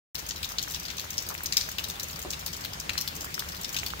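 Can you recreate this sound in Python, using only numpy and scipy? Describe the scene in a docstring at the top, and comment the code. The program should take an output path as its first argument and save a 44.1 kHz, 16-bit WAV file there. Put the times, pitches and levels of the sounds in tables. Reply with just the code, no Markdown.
"""A town street in light rain, where a roof gutter drips onto hard ground a few metres away.
Each drop cracks, sprays and echoes off the pavement and the house fronts. Raindrops tap on
something taut close by; there is one plop in a puddle and one soft bump.
Behind it all, the wash of far rain lies over a low town rumble."""
import sys
import numpy as np
from scipy import signal
from scipy.fft import rfft, irfft
from scipy.io import wavfile
from scipy.ndimage import uniform_filter1d

SR = 44100
rng = np.random.default_rng(int(sys.argv[2]) if len(sys.argv) > 2 else 0)


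def dump(signal):
    """Clip the signal to [-1, 1] and save it as 16-bit WAV at the path in sys.argv[1]."""
    limited = np.clip(np.atleast_2d(signal).T, -1, 1)
    pcm = np.round(limited * 32767).astype(np.int16)
    wavfile.write(sys.argv[1], SR, pcm)


N = 176400

SIZE = 8192  # samples in one short sound
T = np.arange(SIZE) / SR
HZ = np.fft.rfftfreq(SIZE, 1 / SR) + 1
SIDE_DELAY_S = 0.00027  # a sound reaches the far side up to this much later
LOW_RISE_DB_PER_S = 0.9
SMALL_DROP_DB, SMALL_DROP_HZ = -40, 5810

# Big gutter drops: (time [s], relative level [dB], splash pitch [Hz], relative amount of fizz [dB])
GUTTER_DROPS = [(0.153, -34.5, 4430, -6.5), (0.29, -35.5, 5840, -13), (0.3086, -34, 3950, -19),
                (0.43, -34.5, 3900, -10), (0.4427, -34, 3650, -11), (0.5844, -27.5, 4120, -16),
                (0.6268, -35.5, 6200, -2), (0.7456, -33.5, 4870, -15), (0.852, -38, 4300, -14),
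                (0.8823, -39, 4300, -17), (0.9025, -36.5, 3700, -13), (0.982, -36, 4300, -12),
                (0.9956, -35, 4400, -5), (1.1043, -36.5, 6130, -4), (1.18, -28, 5100, -14),
                (1.2883, -41.5, 5440, 6), (1.4343, -49, 5320, 13.5), (1.4595, -30.5, 5870, -6),
                (1.524, -28, 4900, -32), (1.5693, -20.5, 4740, -8.5), (1.6101, -32, 4160, -23),
                (1.784, -30, 2950, -9.5), (1.841, -34, 4250, -5), (1.8996, -36, 5600, -4),
                (1.997, -35, 4500, -5), (2.032, -36, 6300, -1), (2.3045, -34.5, 6100, -23),
                (2.333, -35, 3530, -26), (2.4623, -35, 5860, 0.5), (2.5323, -38, 6000, -7),
                (2.545, -43, 4450, -15), (2.6484, -35, 3350, -5), (2.7337, -39.5, 5260, -7),
                (2.8, -37.5, 5800, -11), (2.894, -28.5, 2740, -17), (2.9785, -28, 5000, -8),
                (3.0108, -34, 6300, -0.5), (3.0768, -32.5, 3780, -4.5), (3.342, -34, 5130, -4.5),
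                (3.3942, -34, 4480, -0.5), (3.6453, -33.5, 4130, -19), (3.7447, -36, 3870, -11),
                (3.7653, -30, 3570, -11), (3.7875, -32, 5200, -9), (3.863, -33.5, 3730, -4)]
def gutter(small_per_s=27):
    """Big drops fall from the gutter, with smaller ones at random between them."""
    out = np.zeros((2, N))
    for time_s, level_db, hz, fizz_db in GUTTER_DROPS:
        add(out, time_s, splat(level_db + 3, hz, fizz_db + 2))
    for time_s, size, pitch in random_drops(small_per_s):
        hz = SMALL_DROP_HZ * np.exp(0.22 * pitch)
        add(out, time_s, splat(SMALL_DROP_DB + 1.5 * size, hz, fizz_db=2 * pitch - 0.5, scatter_db=1.5))
    return out


# The tone all splashes share: (frequency [Hz], relative level [dB])
SPLASH_TONE = [(400, -10), (1150, 4), (2100, 3.5), (2800, 5), (6200, 5.5), (7400, 2), (8400, -1.5)]
# The tone of the high, hissing fizz heard on each splash: (frequency [Hz], relative level [dB])
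FIZZ_TONE = [(3000, -18.5), (8500, 20.5), (11000, 12.5), (13200, 24.5), (15800, 19.5)]
def splat(level_db, pitch_hz, fizz_db, scatter_db=0, crack_s=0.0003):
    """A drop bursts and sprays; the ground, a wall and the street throw the sound back."""
    burst = rng.standard_normal((1, SIZE)) * fade(crack_s)
    burst = coloured(burst, -20 * np.log10(abs(rfft(burst[0]))))[0]  # equally strong at all pitches
    # A wide, deep pocket of air gives a broader splash than a small one, and rings with a plink.
    sharpness = 2.93 * (pitch_hz / SMALL_DROP_HZ) ** 1.35
    plink = np.sin(2 * np.pi * pitch_hz * T) * fade(0.0085)
    burst = burst / np.linalg.norm(burst) + amp(-15) / sharpness ** 2 * plink / np.linalg.norm(plink)
    ground_s = 0.0027 + 0.0003 * rng.standard_normal()
    ground_echo = amp(1.5) * np.roll(burst, round(ground_s * SR))
    crack = left_first(burst + ground_echo, SIDE_DELAY_S) * np.sqrt(crack_s * SR / 2)
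    spray = amp(-9.5) * fade(0.0049)
    wall_echo = amp(-10) * fade(0.0026, delay_s=0.009)
    street_db = -27.5 + 0.22 * (level_db - SMALL_DROP_DB)  # bigger drops splatter on
    street_tail = amp(street_db) * fade(0.064, delay_s=ground_s)
    scatter = np.sqrt(spray ** 2 + wall_echo ** 2 + street_tail ** 2) * rng.standard_normal((2, SIZE))
    impact = crack + amp(scatter_db) * scatter
    # Every splash has its own uneven tone.
    ripple_db = 3.5 * evened(uniform_filter1d(rng.standard_normal(len(HZ)), size=80))
    tone_db = look_up(SPLASH_TONE, HZ) + peak_db(pitch_hz, sharpness) + ripple_db
    splash = coloured(impact, tone_db) * pan(left_db=6)
    fizz = coloured(impact, look_up(FIZZ_TONE, HZ)) * pan(left_db=1.5)
    return amp(level_db) * (splash + amp(fizz_db) * fizz)


# Raindrops landing close by: (time [s], level [dB], pitch [Hz])
NEAR_DROPS = [(0.519, -40.5, 1180), (0.6772, -38, 1630), (1.0415, -40, 1280), (1.3507, -32.5, 2130),
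              (1.4071, -36, 1610), (1.6892, -34.5, 1800), (2.9549, -35.5, 1660), (3.245, -38, 1360),
              (3.3795, -32.5, 1620), (3.423, -35, 1750), (3.833, -31.5, 2400), (3.936, -31, 1370)]
def near_rain(patter_per_s=45):
    """Raindrops land close by: clear taps and a fainter random patter."""
    out = np.zeros((2, N))
    for time_s, level_db, hz in NEAR_DROPS:
        add(out, time_s, tap(level_db, hz))
    for time_s, size, pitch in random_drops(patter_per_s):
        add(out, time_s, tap(level_db=-48 + size, hz=1460 * np.exp(0.28 * pitch)))
    return out


def tap(level_db, hz, rise_cycles=0.58):
    """A raindrop makes something taut ring for a few cycles, off to the left or right."""
    t = T[:440]
    ring = np.sin(2 * np.pi * hz * t) * swell(t * hz / rise_cycles)
    ring *= amp(level_db) / np.sqrt(np.mean(ring[:220] ** 2))
    side = rng.choice([-1, 1])  # -1 swaps left and right
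    pair = left_first(ring, rng.uniform(0.46, 1) * SIDE_DELAY_S) * pan(left_db=7.5)
    return pair[::side]


# The two knocks of the bump: (time [s], level [dB], pitch [Hz], fade time [s])
BUMP_KNOCKS = [(2.2501, -26, 756, 0.002), (2.257, -31, 360, 0.0079)]
def bump():
    """A soft double knock, with a dull tail that outlasts it."""
    out = np.zeros((2, N))
    muffle_db = -10 * np.log10(1 + (HZ / 1500) ** 4)
    for time_s, level_db, hz, fade_s in BUMP_KNOCKS:
        knock = np.sin(2 * np.pi * hz * T) * fade(fade_s)
        dull_noise = coloured(rng.standard_normal((2, SIZE)), peak_db(hz, sharpness=2) + muffle_db)
        tail = amp(-9.5) * dull_noise * fade(5.4 * fade_s)
        add(out, time_s, amp(level_db) * (knock + tail))
    return out


def plop(time_s=1.3, level_db=-38, hz=1060, rise_s=0.008):
    """A soft, noisy plop in a puddle swells and dies away."""
    out = np.zeros((2, N))
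    gulp = coloured(rng.standard_normal((2, SIZE)), 2 * peak_db(hz, sharpness=2))
    add(out, time_s, amp(level_db) * swell(T / rise_s) * evened(gulp))
    return out


# The tone of far rain: (frequency [Hz], relative level [dB])
FAR_RAIN_TONE = [(30, -32), (120, -3), (230, -4.5), (2500, -7), (7000, -13), (8300, -17.5), (11000, -22),
                 (13500, -17.5)]
# How far rain spreads: (frequency [Hz], how alike the two sides are [-1 to 1], left over right [dB])
FAR_RAIN_SPREAD = [(152, 0.9, 0), (565, -0.28, 1), (1240, -0.59, 0.5), (3850, -0.067, 5),
                   (8650, 0.17, -3.5)]
def far_rain(level_db=-41.5, flicker_db=1.74, frame=1024, hop=256):
    """Far rain blurs into a wash that flickers in patches; its low end slowly grows."""
    t = np.arange((N + frame) // hop + 1)[:, None] * hop / SR
    hz = np.fft.rfftfreq(frame, 1 / SR)
    noise = rng.standard_normal((5, len(t), len(hz)))  # five grids of time by frequency
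    left, unrelated = noise[0] + 1j * noise[1], noise[2] + 1j * noise[3]
    patches = evened(uniform_filter1d(uniform_filter1d(noise[4], size=5, axis=0), size=24, axis=1))
    alike, left_db = look_up(FAR_RAIN_SPREAD, hz), look_up(FAR_RAIN_SPREAD, hz, column=2)
    right = alike * left + np.sqrt(1 - alike ** 2) * unrelated
    spectra = np.array([left * amp(left_db / 2), right * amp(-left_db / 2)])
    rise_db = LOW_RISE_DB_PER_S * (t - 2) / (1 + hz / 1800)
    spectra *= amp(look_up(FAR_RAIN_TONE, hz) + flicker_db * patches + rise_db)
    _, wash = signal.istft(spectra.transpose(0, 2, 1), nperseg=frame, noverlap=frame - hop)
    return amp(level_db) * evened(wash[:, :N])


# Low bands of town noise: (middle frequency [Hz], width [Hz], level two seconds in [dB])
TOWN_BANDS = [(71.2, 50, -48), (163.2, 58, -54.5)]
def town_rumble():
    """The distant town rumbles, a little to the left, and slowly grows louder."""
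    hz, rumble = np.fft.rfftfreq(N, 1 / SR), np.zeros(N)
    for middle_hz, width_hz, level_db in TOWN_BANDS:
        band = rfft(rng.standard_normal(N)) / (1 + (2 * (hz - middle_hz) / width_hz) ** 2)
        rumble += amp(level_db) * evened(irfft(band, N))
    return rumble * amp(LOW_RISE_DB_PER_S * (np.arange(N) / SR - 2)) * pan(left_db=2.8)


def random_drops(per_s):
    """Drops at random: (time [s], size [-2 to 2], pitch [-2 to 2])."""
    count = int(per_s * N / SR)
    return zip(rng.uniform(0, N / SR, count), *np.clip(rng.standard_normal((2, count)), -2, 2))


def amp(db):
    """Turns decibels into a number to multiply by."""
    return 10 ** (np.asarray(db) / 20)


def evened(x):
    """Scales a signal to an average strength (rms) of 1."""
    return x / np.sqrt(np.mean(x ** 2) + 1e-20)


def look_up(rows, hz, column=1):
    """Reads smoothly between a table's rows, on a scale of octaves."""
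    table = np.transpose(rows)
    return np.interp(np.log(hz + 1), np.log(table[0]), table[column])


def add(mix, time_s, sound):
    """Mixes a sound in at the given time."""
    part = mix[:, max(round(time_s * SR), 0):][:, :sound.shape[1]]
    part += sound[:, :part.shape[1]]


def pan(left_db):
    """Left and right volumes, with the left louder by left_db."""
    return evened(amp([[left_db / 2], [-left_db / 2]]))


def left_first(sound, delay_s):
    """Makes a stereo pair whose right side comes later."""
    return np.array([sound, np.roll(sound, round(delay_s * SR))])


def fade(fade_s, delay_s=0):
    """Starts suddenly after the delay, then dies away."""
    return (T >= delay_s) * np.exp(-np.maximum(T - delay_s, 0) / fade_s)


def swell(age):
    """Rises to a peak at age 1, then dies away."""
    return age * np.exp(1 - age)


def peak_db(hz, sharpness):
    """A tone curve that favours one pitch; sharper means narrower."""
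    return -10 * np.log10(1 + (sharpness * (HZ / hz - hz / HZ)) ** 2)


def coloured(sound, tone_db):
    """Gives a sound a tone curve, with strength 1 over its first 12 ms."""
    cepstrum = irfft(np.log(amp(tone_db)))
    cepstrum[1:SIZE // 2] *= 2  # folded so that ringing comes after a hit, never before
    cepstrum[SIZE // 2 + 1:] = 0
    shaped = irfft(rfft(sound) * np.exp(rfft(cepstrum)))
    return shaped / np.sqrt(np.mean(shaped[:, :530] ** 2, 1, keepdims=True))


def scene():
    """All the sounds of the street together."""
    return gutter() + near_rain() + plop() + bump() + far_rain() + town_rumble()


def record(dry, start_s=0.147, low_hz=38, high_hz=15800):
    """The sound starts after a moment of silence, without its deepest bass and highest treble."""
    bass_cut = signal.butter(2, low_hz, "high", fs=SR, output="sos")
    treble_cut = signal.firwin(511, high_hz, window=("kaiser", 9), fs=SR)
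    opened = signal.sosfilt(bass_cut, dry) * (np.arange(N) > start_s * SR)
    return signal.oaconvolve(opened, treble_cut[None], "same")


dry = scene()
out = record(dry)
dump(out)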